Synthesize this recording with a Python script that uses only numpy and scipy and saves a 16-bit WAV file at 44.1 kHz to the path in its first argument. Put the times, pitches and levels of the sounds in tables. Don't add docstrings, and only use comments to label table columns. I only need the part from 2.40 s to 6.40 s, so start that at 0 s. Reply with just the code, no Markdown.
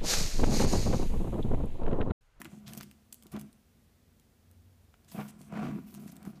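import sys
import numpy as np
from scipy import signal
from scipy.fft import rfft, irfft
from scipy.io import wavfile

SR = 44100
rng = np.random.default_rng(int(sys.argv[2]) if len(sys.argv) > 2 else 0)


def digitize_waveform(pressure):
    field = np.atleast_2d(pressure).T
    bounded = np.clip(field, -1, 1)
    quanta = np.round(bounded * 32767).astype(np.int16)
    wavfile.write(sys.argv[1], SR, quanta)


N = 4 * SR

# pitch in Hz, width in Hz, gain in dB.
BOARD_MODES = [(144, 14, -6), (180, 20, -5), (209, 11, 2), (240, 16, -6.5), (265, 18, -10), (319, 14, -8)]
# pitch in Hz, width in Hz, gain in dB.
RATTLE_MODES = [(313, 42, 10), (447, 40, 5.5), (545, 130, 5), (674, 55, 11.5), (744.4, 45, 8),
                (978, 120, 3.5), (1130, 68, 2.5), (1344, 124, -1.5), (1980, 400, -11.5), (2220, 140, -7.5)]
# time in seconds, rumble in relative dB, grit in relative dB.
ROLL_LEVELS = [(0, -48.5, -55.5), (.04, -57, -76), (.065, -46, -57), (.1, -61.5, -72), (.138, -44.5, -59.5),
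               (.16, -59, -72), (.25, -56, -69), (.285, -53, -61.5), (.40, -45.5, -59.5), (.46, -56, -82),
               (.57, -69.5, -80.5), (.8, -89, -85), (.86, -51.5, -68), (.905, -89, -80), (.93, -49, -57.5),
               (.948, -36, -49), (.972, -40, -49), (.99, -49.5, -62), (1.05, -51, -70), (1.11, -67.5, -76),
               (1.3, -85, -98), (2.5, -89, -84), (2.68, -70, -76), (2.742, -53.5, -60.5), (2.76, -49, -47),
               (2.788, -33, -47), (2.812, -43, -40), (2.835, -48, -57.5), (2.92, -55.5, -66.5),
               (2.99, -54.5, -69), (3.065, -58.5, -70.5), (3.115, -44.5, -53.5), (3.14, -38.5, -45),
               (3.195, -35, -42.5), (3.212, -39.5, -47), (3.235, -34.5, -42.5), (3.3, -35.5, -47),
               (3.33, -38.5, -55), (3.383, -35.5, -55.5), (3.41, -50.5, -67), (3.52, -54, -68.5),
               (3.57, -46.5, -61.5), (3.635, -47, -64), (3.74, -51.5, -64.5), (3.815, -55, -63.5),
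               (3.875, -44, -55.5), (3.915, -51.5, -67.5), (4, -59, -66.5)]
# frequency in Hz, gain in dB.
FIZZ_EQ = [(700, 3), (1500, -0.5), (2500, 16), (4000, 2), (8000, -6), (15000, -14)]
SLIPS_PER_S, SLIP_SPREAD_DB = 7200, -0.5
KNOCK_S, KNOCK_DB = 0.0077, 3.5
SWAY_HZ, SWAY_DB = 12, 3
TURN_HZ, TURN_DB = 7.5, 1.1


def rolling_egg():
    contact = grains(N, per_s=1800, spread_db=3.5) * amp(KNOCK_DB * wander(N, 1 / KNOCK_S))
    hollow = sum(boards(contact * amp(SWAY_DB * wander(N, SWAY_HZ)), [mode]) for mode in BOARD_MODES)
    weight = amp(-22.5) * unit(band(contact, 42, 88))
    rumble = amp(-1) * (steady(hollow, span_s=0.048) + weight)
    rattle = sum(ring(contact * amp(TURN_DB * wander(N, TURN_HZ)), [mode]) for mode in RATTLE_MODES)
    grit = amp(0.5) * steady(band(rattle, 70, 2670), span_s=0.08)
    slips = grains(N, SLIPS_PER_S, SLIP_SPREAD_DB)
    fizz = amp(-10) * steady(colour(contact + slips, FIZZ_EQ), span_s=0.075)
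    return rumble * level(ROLL_LEVELS, column=1) + (grit + fizz) * level(ROLL_LEVELS, column=2)


def boards(force, modes):
    return band(ring(force, modes), 120, 330)


# start in seconds, thud peak in dB, rattle peak in dB.
EGG_BUMPS = [(0.052, -43.5, -48), (0.174, -42.5, -54), (0.373, -46, -43), (.944, -37, -51),
             (0.972, -34, -37.5), (2.746, -33, -39.5), (2.783, -42, -34), (2.789, -37, -29.5),
             (3.009, -42, -48), (3.227, -33, -31), (3.261, -36, -36), (3.659, -35, -48), (3.873, -31, -50)]
PUSH_S, DAMPING_PER_S = 0.0006, 65


def egg_bumps():
    out, t = np.zeros(N), np.arange(SR // 5) / SR
    push = t / PUSH_S * np.exp(-2 * t / PUSH_S)
    thud = boards(push, BOARD_MODES) * np.exp(-t * DAMPING_PER_S)
    rattle = ring(push, RATTLE_MODES)
    thud, rattle = thud / abs(thud).max(), rattle / abs(rattle).max()
    for start, thud_db, rattle_db in EGG_BUMPS:
        add(out, start, amp(thud_db) * thud + amp(rattle_db) * rattle)
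    return out


TICK_BANDS_HZ = [700, 2600, 7800, 16000]
# time in seconds, then body, snap and sparkle in relative dB.
SHELL_TICKS = [(0.0169, -41.5, -50.5, -46.5), (0.047, -54.5, -52, -52.5), (0.0546, -45.5, -62, -66),
               (.2797, -55.5, -50, -54), (.335, -64, -48, -47), (0.3505, -60, -58, -54),
               (.376, -65, -49.5, -44.5), (.41, -45.5, -47.5, -50), (.432, -54.5, -52, -50),
               (.513, -59, -60, -57), (0.726, -62.5, -49, -53), (0.7284, -65, -77, -42),
               (0.744, -71, -59.5, -50), (0.825, -67, -59.5, -58), (0.835, -77, -66, -58.5),
               (.868, -72, -58, -58), (.965, -49, -53.5, -60), (0.996, -68, -59, -54),
               (1.013, -62, -55.5, -50), (1.1293, -104, -66.5, -62.5), (1.798, -108, -67.5, -66),
               (2.1135, -75, -71, -63), (2.541, -58, -70, -80), (2.6468, -87, -66, -70),
               (2.717, -63, -53.5, -66), (3.0153, -68, -58.5, -59), (3.5422, -68, -57, -54),
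               (3.549, -62.5, -57, -52), (3.679, -59.5, -62.5, -56), (3.7664, -67, -58, -54.5),
               (3.829, -62, -62, -59.5), (3.852, -54, -59.5, -61)]
TICK_RISE_S, TICK_DECAY_S, TICK_TAIL_S, TICK_TRIM_DB = 0.0014, 0.0006, 0.0077, -7


def shell_ticks():
    out, t = np.zeros(N), np.arange(SR // 50) / SR
    attack = np.minimum(t / TICK_RISE_S, 1) ** 2
    since_peak = np.maximum(t - TICK_RISE_S, 0)
    decay = np.exp(-since_peak / TICK_DECAY_S) + amp(-15) * np.exp(-since_peak / TICK_TAIL_S)
    for peak_s, *levels in SHELL_TICKS:
        crack = unit(attack * decay * rng.standard_normal(len(t)))
        tick = crack + 0.14 * shell_ring(crack)
        for db, lo, hi in zip(levels, TICK_BANDS_HZ, TICK_BANDS_HZ[1:]):
            add(out, peak_s - TICK_RISE_S, amp(db + TICK_TRIM_DB) * unit(band(tick, lo, hi, order=3)))
    return out


# start in seconds, length in seconds (played up to half a second),
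# level in relative dB, centre of the bright peak in Hz.
SHELL_SCRAPES = [(0, 0.015, -48, 12700), (0.048, 0.026, -52, 6960), (0.092, 0.12, -59.5, 7000),
                 (0.261, 0.049, -46, 3400), (0.264, 0.114, -50.5, 11800), (0.322, 0.013, -49.5, 1810),
                 (0.368, 0.03, -41.5, 11600), (0.401, 0.024, -46.5, 3320), (0.423, 0.018, -45.5, 12100),
                 (0.915, 0.031, -47.5, 10300), (0.986, 0.028, -50.5, 8800), (2.677, 0.04, -52, 6800),
                 (2.706, 0.086, -47.5, 11400), (2.763, 0.13, -50.5, 13400), (2.803, 0.011, -47, 2150),
                 (2.877, 0.038, -46.5, 8300), (2.978, 0.13, -57.5, 8500), (3.15, 0.015, -40, 1080),
                 (3.178, 0.76, -62, 13000), (3.458, 0.12, -54, 13800), (3.543, 0.045, -53.5, 6100),
                 (3.585, 0.17, -56, 10800), (3.598, 0.01, -52.5, 14400), (3.67, 0.04, -52, 5840),
                 (3.716, 0.012, -46.5, 12900), (3.755, 0.0083, -52.5, 14200), (3.844, 0.084, -56, 11500),
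                 (3.951, 0.034, -61, 4400)]
CLUMP_S, CLUMP_DB = 0.003, 2.5
SCRAPE_RAMP_SHARE, SCRAPE_FADE_DB, SCRAPE_TRIM_DB = 0.18, -7, -11


def shell_scrapes():
    out, size = np.zeros(N), SR // 2
    for start, length_s, db, bright_hz in SHELL_SCRAPES:
        slips = grains(size, SLIPS_PER_S, SLIP_SPREAD_DB) * amp(CLUMP_DB * wander(size, 1 / CLUMP_S))
        peak = [(bright_hz, 0.5 * bright_hz, 0)]
        hiss = ring(ring(slips, peak), peak)
        crackle = unit(slips) + unit(grains(size, per_s=1500, spread_db=2.5))
        rasp = band(unit(crackle) + 0.19 * shell_ring(crackle), 1070, 1.57 * bright_hz)
        scrape = unit(hiss) + 1.98 * unit(rasp)
        progress = np.linspace(0, 1, min(int(length_s * SR), size))
        ramps = np.minimum(np.minimum(progress, 1 - progress) / SCRAPE_RAMP_SHARE, 1)
        stroke = ramps * amp(SCRAPE_FADE_DB * progress)
        add(out, start, amp(db + SCRAPE_TRIM_DB) * unit(scrape[:len(stroke)] * stroke))
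    return out


def shell_ring(force, fixed_hz=3240, width_hz=400):
    spot_modes = [(hz, width_hz, -12) for hz in rng.uniform(2300, 13780, size=7)]
    return unit(ring(force, [(fixed_hz, width_hz, -18)] + spot_modes))


# start in seconds, gain in dB.
PAW_SHOVES = [(0.269, -38), (.292, -39.5), (0.324, -39.5), (0.369, -42.5)]


def paw_shoves(pitch_hz=135.4, decay_s=0.017):
    out, t = np.zeros(N), np.arange(SR // 5) / SR
    attack = np.minimum(t * pitch_hz, 1)
    thud = np.sin(2 * np.pi * pitch_hz * t) * attack * np.exp(-t / decay_s)
    for start, db in PAW_SHOVES:
        add(out, start, amp(db) * thud)
    return out


# time in seconds, level in dB.
DRONE_SWELL = [(2.02, -75), (2.08, -58.5), (2.3, -62), (2.42, -66), (2.65, -77)]


def distant_drone(pitch_hz=92.1, waver=0.028, flutter_db=2.5):
    hz = pitch_hz * (1 + waver * wander(N, hz=15.4))
    tone = np.sin(2 * np.pi * np.cumsum(hz) / SR)
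    flutter = amp(flutter_db * wander(N, hz=22))
    return level(DRONE_SWELL) * unit(tone * flutter)


# frequency in Hz, level in relative dB.
ROOM_TONE_EQ = [(15, -68), (25, -16.5), (75, -1), (121, -12.5), (142, -6.5), (181, -13), (243, -5),
                (271, -16.5), (383, -18), (952, -28), (8320, -35)]


def room_tone():
    return amp(-64.5) * unit(colour(rng.standard_normal(N), ROOM_TONE_EQ))


# frequency in Hz, seconds to fall by 60 dB.
REVERB_TIMES = [(150, 0.55), (400, 0.07), (1000, 0.25), (3000, 0.51), (8000, 0.56), (15000, 0.11)]


def room_reverb(x):
    slot = 20
    taps = np.zeros(SR // slot * slot)
    starts = np.arange(8 * slot, len(taps), slot)
    taps[starts + rng.integers(0, slot, len(starts))] = rng.choice([-1., 1.], len(starts))
    hz, t, spectrum = signal.stft(taps, SR, nperseg=256)
    decay = amp(-60 * t / read(REVERB_TIMES, hz)[:, None])
    tail = signal.istft(spectrum * decay, SR, nperseg=256)[1]
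    return signal.fftconvolve(x, tail / np.linalg.norm(tail))[:N]


def amp(db):
    return 10 ** (np.asarray(db) / 20)


def unit(x):
    return x / np.sqrt(np.mean(x ** 2) + 1e-20)


def read(points, hz):
    points_hz, values = np.transpose(points)
    return np.interp(np.log(hz + 1), np.log(points_hz + 1), values)


def level(table, column=1):
    rows = np.array(table)
    return amp(np.interp(np.arange(N) / SR, rows[:, 0], rows[:, column]))


def add(mix, start_s, sound):
    part = mix[max(round(start_s * SR), 0):][:len(sound)]
    part += sound[:len(part)]


def colour(x, eq):
    gain = amp(read(eq, np.fft.rfftfreq(len(x), 1 / SR)))
    return irfft(rfft(x) * gain, len(x))


def band(x, lo_hz, hi_hz, order=2):
    edges = [lo_hz, min(hi_hz, SR / 2 - 100)]
    return signal.sosfilt(signal.butter(order, edges, "band", fs=SR, output="sos"), x)


def ring(x, modes):
    return sum(amp(db) * signal.lfilter(*signal.iirpeak(min(hz, SR / 2 - 100), hz / width, SR), x)
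               for hz, width, db in modes)


def grains(size, per_s, spread_db):
    chance, strength, sign = rng.random((3, size))
    gain = amp(spread_db * np.minimum(-np.log(1 - strength), 4))
    return (chance < per_s / SR) * np.sign(sign - .5) * gain


def steady(x, span_s):
    window = signal.get_window("hann", int(span_s * SR)) * 2 / (span_s * SR)
    power = np.abs(signal.fftconvolve(x ** 2, window, "same"))
    return x / np.sqrt(power + 1e-12)


def wander(size, hz):
    lowpass = np.exp(-(np.fft.rfftfreq(size, 1 / SR) / hz) ** 2)
    return unit(irfft(rfft(rng.standard_normal(size)) * lowpass, size))


def scene():
    shell = shell_ticks() + shell_scrapes()
    floor = rolling_egg() + egg_bumps() + paw_shoves()
    reverb = room_reverb(amp(-15) * shell + amp(-10.5) * floor)
    return (shell + floor + reverb + distant_drone() + room_tone())[None]


def record(dry):
    lowpass = signal.firwin(401, cutoff=15400, window=("kaiser", 8), fs=SR)
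    return signal.oaconvolve(dry, lowpass[None], "same")


dry = scene()
out = record(dry)
digitize_waveform(out)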